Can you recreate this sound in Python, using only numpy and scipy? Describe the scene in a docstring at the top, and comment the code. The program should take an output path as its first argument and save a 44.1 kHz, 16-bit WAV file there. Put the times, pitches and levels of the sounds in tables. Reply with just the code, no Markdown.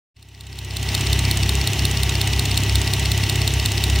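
"""A six-cylinder petrol engine idles at about 660 rpm, heard close up under the open bonnet.
The sound fades in during the first second. From then on, firing pulses make a deep rumble, and three
different sharp ticks, probably injectors, take turns in every engine cycle (two turns of the crank).
Behind them the valves clatter, a faint sizzle comes and goes, and belt-driven parts whine softly.
At about 1.3 s a rasp swells briefly; the engine idles on to the end, at 4 s."""
import sys
import numpy as np
from scipy import signal
from scipy.fft import rfft, irfft
from scipy.io import wavfile
from scipy.ndimage import uniform_filter1d

SR = 44100
rng = np.random.default_rng(int(sys.argv[2]) if len(sys.argv) > 2 else 0)


def transcribe(u):
    """Save the signal u as a 16-bit wav file named by the first command-line argument.

    u: samples, shape (n,) or (channels, n), limited to [-1, 1]; the rate is SR.
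    q: integer samples, one column per channel.
    """
    v = np.clip(np.atleast_2d(u).T, -1, 1)
    q = np.round(v * 32767).astype(np.int16)
    wavfile.write(sys.argv[1], SR, q)


N = 176400
TIME_S = np.arange(N) / SR
FREQS_HZ = np.fft.rfftfreq(N, 1 / SR)


def amp(db):
    """Turn decibels into a gain."""
    return 10 ** (np.asarray(db) / 20)


def unit(x):
    """Scale a signal to an average strength (rms) of 1."""
    return x / np.sqrt(np.mean(x ** 2) + 1e-20)


def gain_at(colour, hz):
    """Look up the gain at a pitch in a table of pitch_hz, level_db."""
    pitches, db = np.transpose(colour)
    return amp(np.interp(np.log(np.maximum(hz, 1)), np.log(pitches), db))


def over_time(points):
    """Join points in time with straight lines."""
    return np.interp(TIME_S, *np.transpose(points))


def noise(colour):
    """Noise with the given colour, its balance of low and high pitches."""
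    return unit(irfft(rfft(rng.standard_normal(N)) * gain_at(colour, FREQS_HZ), N))


def drift(rate_hz):
    """A smooth random wobble, mostly slower than rate_hz."""
    return unit(irfft(rfft(rng.standard_normal(N)) * (FREQS_HZ > 0) / (1 + (FREQS_HZ / rate_hz) ** 4), N))


def clicks(times, gains):
    """One tiny click at each time."""
    out = np.zeros(N)
    out[np.clip((times * SR).astype(int), 0, N - 1)] = gains
    return out


def stereo(mid, side):
    """Make left and right from what they share (mid) and what sets them apart (side)."""
    return np.array([mid + side, mid - side])


# How wide the sound is: pitch_hz, side_over_mid_db
STEREO_WIDTH = [(60, -60), (130, -47), (400, -46), (1000, -41), (1900, -52), (2800, -29.5), (4000, -12.5),
                (6000, -7), (9000, -7), (14000, -0.5)]

def wide_noise(colour):
    """Stereo noise that widens towards the treble."""
    side = irfft(rfft(noise(colour)) * gain_at(STEREO_WIDTH, FREQS_HZ), N)
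    return stereo(noise(colour), side)


# When each engine cycle begins: start_s
CYCLE_STARTS = [(0.0466), (0.2278), (0.4091), (0.5891), (0.769), (0.95), (1.131), (1.3129), (1.4936),
                (1.6747), (1.8535), (2.0338), (2.2149), (2.3954), (2.5759), (2.7565), (2.9368), (3.1181),
                (3.2975), (3.4778), (3.6598), (3.8396), (4.0205)]
CYLINDERS = 6

def count_firings():
    """How many firings have gone by at each moment; every cylinder fires once a cycle."""
    return CYLINDERS * np.interp(TIME_S, CYCLE_STARTS, np.arange(len(CYCLE_STARTS)))


def each_cycle(place):
    """The times when the engine passes one place in its cycle, counted in firings from 0 to 6."""
    cycles = np.arange(len(CYCLE_STARTS))
    times = np.interp(cycles + place / CYLINDERS, cycles, CYCLE_STARTS)
    return times[(times > CYCLE_STARTS[0]) & (times < N / SR - .01)]


def bumps(place, half_s):
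    """A smooth rise and fall around the same place in every cycle."""
    times = each_cycle(place)
    nearest = times[np.searchsorted((times[1:] + times[:-1]) / 2, TIME_S)]
    return np.exp(-((TIME_S - nearest) / half_s) ** 2)


# Tones of the belt-driven parts: pitch_hz, level_db, wobble_share, roughness_hz
BELT_TONES = [(399, -47.5, .003, 5), (801, -51, .004, 6), (915, -48.5, .001, 3), (1146, -53.5, .003, 4),
              (1954, -44, .004, 7), (2697, -47, .002, 6), (2985, -46, .004, 22), (3666, -53, .002, 12),
              (5472, -52, .0004, 3)]

def belt_whines():
    """Thin, rough tones that wobble together with the speed of the belt."""
    belt, out = drift(3.544), 0
    for hz, db, wobble, roughness_hz in BELT_TONES:
        pitch_hz = hz * (1 + wobble * belt) + roughness_hz * drift(39.6)
        tone = np.sin(2 * np.pi * np.cumsum(pitch_hz) / SR)
        out = out + amp(db) * unit(tone * (1 + .29 * drift(21)))
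    return out


# Colour of the sizzle: pitch_hz, level_db
SIZZLE_COLOUR = [(7000, -30), (8200, 2), (9300, -0.5), (10200, 1.5), (10700, -16)]
# Its bursts in each cycle: place_firings, level_db
SIZZLE_BURSTS = [(.45, -44), (1.5, -42.5), (2.45, -48), (3.52, -42.5), (5.45, -45.5)]

def sizzle():
    """Faint bursts of high hiss between the ticks."""
    level = sum(amp(db) * bumps(place, half_s=.0072) for place, db in SIZZLE_BURSTS)
    return level * wide_noise(SIZZLE_COLOUR)


# Colour of the rasp: pitch_hz, level_db
RASP_COLOUR = [(1500, -25), (1900, -5), (2200, 2), (2500, -10), (3000, -12), (4000, -26)]

def rasp(peak_s=1.295, half_s=.056, level_db=-33):
    """A mid-pitched rasp swells once and dies away."""
    return amp(level_db) * np.exp(-((TIME_S - peak_s) / half_s) ** 2) * noise(RASP_COLOUR)


# Colour of the rattling cams and valves: pitch_hz, level_db
RATTLE_COLOUR = [(400, -13), (520, -15), (640, -3.5), (800, -3.5), (1050, -9), (1400, -11.5), (1750, -8.5),
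                 (1950, -3), (2170, -3.5), (2290, -6), (2700, 0.5), (3000, 0.5), (3300, -5), (3700, -4),
                 (4300, -7.5), (4700, -11.5), (5200, -8.5), (5500, -9.5), (5800, -4.5), (6150, -13.5),
                 (6600, -12), (8000, -19), (9500, -21), (11000, -24), (13000, -23.5), (15500, -19.5)]
# Colour of one valve tap: pitch_hz, level_db
VALVE_TAP_COLOUR = [(600, -28), (1500, -22.5), (2200, -5), (2800, 0), (4200, 0.5), (5500, -9.5), (8500, -5),
                    (11000, -21), (15000, -19)]
# Valve taps in each cycle: place_firings, strength, half_length_s
VALVE_TAPS = [(.08, 1, .0015), (.95, 0.74, 0.00075), (1.05, 0.3, 0.0012), (2.06, 0.84, 0.0033),
              (2.55, 0.17, 0.0006), (3.0, 0.24, .003), (3.88, 0.63, 0.0025), (4.96, 0.61, 0.0018),
              (5.45, 0.41, .001), (5.84, 0.53, 0.0025)]

def valve_clatter(firings, rattle_db=-29, tap_db=-24.5):
    """Cams and valves rattle, a little louder with each firing, and single taps stand out."""
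    pulse = 1 + .083 * np.cos(2 * np.pi * firings)
    rattle = pulse * amp(rattle_db + drift(210)) * wide_noise(RATTLE_COLOUR)
    taps = sum(strength * bumps(place, half_s) for place, strength, half_s in VALVE_TAPS)
    return rattle + taps * amp(tap_db + 3 * drift(8.5)) * wide_noise(VALVE_TAP_COLOUR)


# The tones that ring in each of the three ticks: pitch_hz, level_db
FIRST_TICK = [(2110, -13.5), (2713, -9), (3704, -0.7), (4264, -0.4), (5125, -10), (6589, -14.5),
              (7494, -7.5), (8226, -6), (9001, -6.5), (9302, -14.5), (13049, -15.5), (13609, -23),
              (14427, -10.5), (15116, -15), (15590, -25)]
SECOND_TICK = [(2153, -13), (2713, -7.2), (3618, -15.5), (3962, -19), (4264, -15), (4910, -14), (5857, -24),
               (6589, -8.5), (7407, -10), (7967, -6), (8829, -12.5), (9561, -44), (12791, -20),
               (13480, -38), (15375, -22.4)]
THIRD_TICK = [(2196, -14), (2756, -6), (3230, -19), (3531, -7), (3833, -14.5), (4393, -3.3), (5125, -5),
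              (5728, -11.5), (6029, -19.5), (6891, -23), (7321, -26), (7967, -13.5), (8570, -9.5),
              (9044, -16), (9345, -28)]
# The ticks in turn: place_firings, level_db, lead_in_db, snap_db, rebound_after_s, rebound_db
TICK_TURNS = [(-.012, -13, -7, -25.5, .0052, -17), (1.985, -13.8, -4, -33, .0085, -13),
              (3.998, -13, -9, -34, .0085, -13)]
# Colour of the dry snap as parts meet: pitch_hz, level_db
SNAP_COLOUR = [(2500, -30), (5000, -10), (6500, -6), (9000, 4.5), (10500, -5), (12000, -13), (14200, 5),
               (15800, 0)]

def ticks(lead_s=.0013, ring_s=.009, path_spread_s=.0003):
    """A lead-in click, a main click and a weak rebound set small parts ringing, with a snap on top."""
    out, early = 0, SR // 200  # the snap starts this many samples early
    hiss = wide_noise(SNAP_COLOUR)
    t = np.arange(-early, SR // 25) / SR
    snap_shape = np.exp(-(t / .0015) ** 2) + .37 * (t > 0) * np.exp(-np.abs(t) / .0067)
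    for n, tones in enumerate((FIRST_TICK, SECOND_TICK, THIRD_TICK)):
        place, level_db, lead_db, snap_db, rebound_s, rebound_db = TICK_TURNS[n]
        times = each_cycle(place)
        force = amp(.5 * rng.standard_normal(len(times)))
        snap = amp(snap_db) * snap_shape * hiss[:, n * len(t):(n + 1) * len(t)]
        out = out + signal.fftconvolve(clicks(times, force)[None], snap)[:, early:early + N]
        for k, (hz, db) in enumerate(tones):
            main, lead, rebound = force * amp(level_db + .7 * rng.standard_normal((len(times), 3)).T)
            arrivals = times + path_spread_s * rng.uniform(-1, 1)  # each tone takes its own path
            ahead_s = np.round(lead_s * hz) / hz  # whole waves, so the two clicks ring in step
            blows = clicks(arrivals, main) + clicks(arrivals - ahead_s, lead * amp(lead_db))
            blows += clicks(arrivals + rebound_s, rebound * amp(rebound_db))
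            # each blow starts a tone that drops 60 dB in ring_s
            ring_step = amp(-60 / (ring_s * SR)) * np.exp(2j * np.pi * hz / SR)
            ring = amp(db) * signal.lfilter([1], [1, -ring_step], blows + 1e-18)
            out = out + stereo(ring.imag, ring.real * gain_at(STEREO_WIDTH, hz) * (-1) ** k)
    # small parts give off little sound below 1520 Hz
    return signal.sosfilt(signal.butter(2, 1520, "high", fs=SR, output="sos"), out)


# Colour of the burning fuel's dull noise: pitch_hz, level_db
THUD_COLOUR = [(20, -38), (34, -32), (42, -14), (52, 3), (85, 1.5), (120, 6.5), (170, -3.5), (240, -5.5),
               (340, -1.5), (420, -3), (520, -20), (800, -35)]

def combustion_thud(firings, level_db=-31.5):
    """Burning fuel makes a dull noise that puffs with each firing."""
    puff = 1 + .21 * np.cos(2 * np.pi * (firings - .63))
    return amp(level_db) * unit(wide_noise(THUD_COLOUR) * puff)


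# The deep boom at twice the firing rate: time_s, level_db
BOOM_LEVELS = [(0.9, -23.5), (1.0, -33), (1.1, -20), (1.33, -27), (1.62, -21), (1.72, -44), (1.8, -20.5),
               (1.98, -28.5), (2.03, -21.5), (2.27, -28.5), (2.36, -18.5), (2.46, -34), (2.5, -23.5),
               (2.67, -30.5), (2.74, -17.5), (2.95, -32), (3.01, -23), (3.31, -29.5), (3.6, -21),
               (3.66, -31), (3.96, -18.5), (4.0, -22)]
# The tones at 3, 4, 5... times the firing rate: level_db
OVERTONE_LEVELS = [-24.5, -31, -40.5, -44.5, -43.5, -46.5, -54]
# Hollow spaces that delay the firing pulse: pitch_hz, width_hz
HOLLOWS = [(66, 8), (110, 8.4)]

def firing_rumble(firings, pulse_place=.7916, sway_rad=.2):
    """Slightly uneven firing pulses make a stack of low tones, each delayed by the hollow spaces."""
    firing_hz = np.mean(np.diff(firings)) * SR
    boom_db = uniform_filter1d(over_time(BOOM_LEVELS), size=SR // 25)
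    overtones_db = [db + 1.33 * drift(3.5) for db in OVERTONE_LEVELS]
    out = 0
    for multiple, db in enumerate([boom_db] + overtones_db, 2):
        tone_hz = multiple * firing_hz
        lag = sum(np.arctan2(tone_hz * width, hz ** 2 - tone_hz ** 2) for hz, width in HOLLOWS)
        phase = 2 * np.pi * multiple * (firings - pulse_place) - lag + sway_rad * drift(3.4)
        out = out + np.sqrt(2) * amp(db) * np.cos(phase)
    return out * amp(.8 * drift(12))


def scene():
    """The whole engine, turning on one crankshaft."""
    firings = count_firings()
    low_end = firing_rumble(firings) + combustion_thud(firings)
    return amp(-.5) * (low_end + valve_clatter(firings) + sizzle() + rasp() + belt_whines() + ticks())


# The fade-in: time_s, level_db
FADE_IN = [(.145, -55), (.17, -29), (.55, -14.5), (.84, -3.5), (.95, 1)]

def record(dry, cutoff_hz=15750):
    """After a moment of silence the sound fades in; the highest treble is cut away."""
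    fade = amp(over_time(FADE_IN)) * (TIME_S > FADE_IN[0][0])
    treble_cut = signal.ellip(12, .1, 90, cutoff_hz, fs=SR, output="sos")
    return signal.sosfilt(treble_cut, np.clip(dry * fade, -1, 1))


dry = scene()
out = record(dry)
transcribe(out)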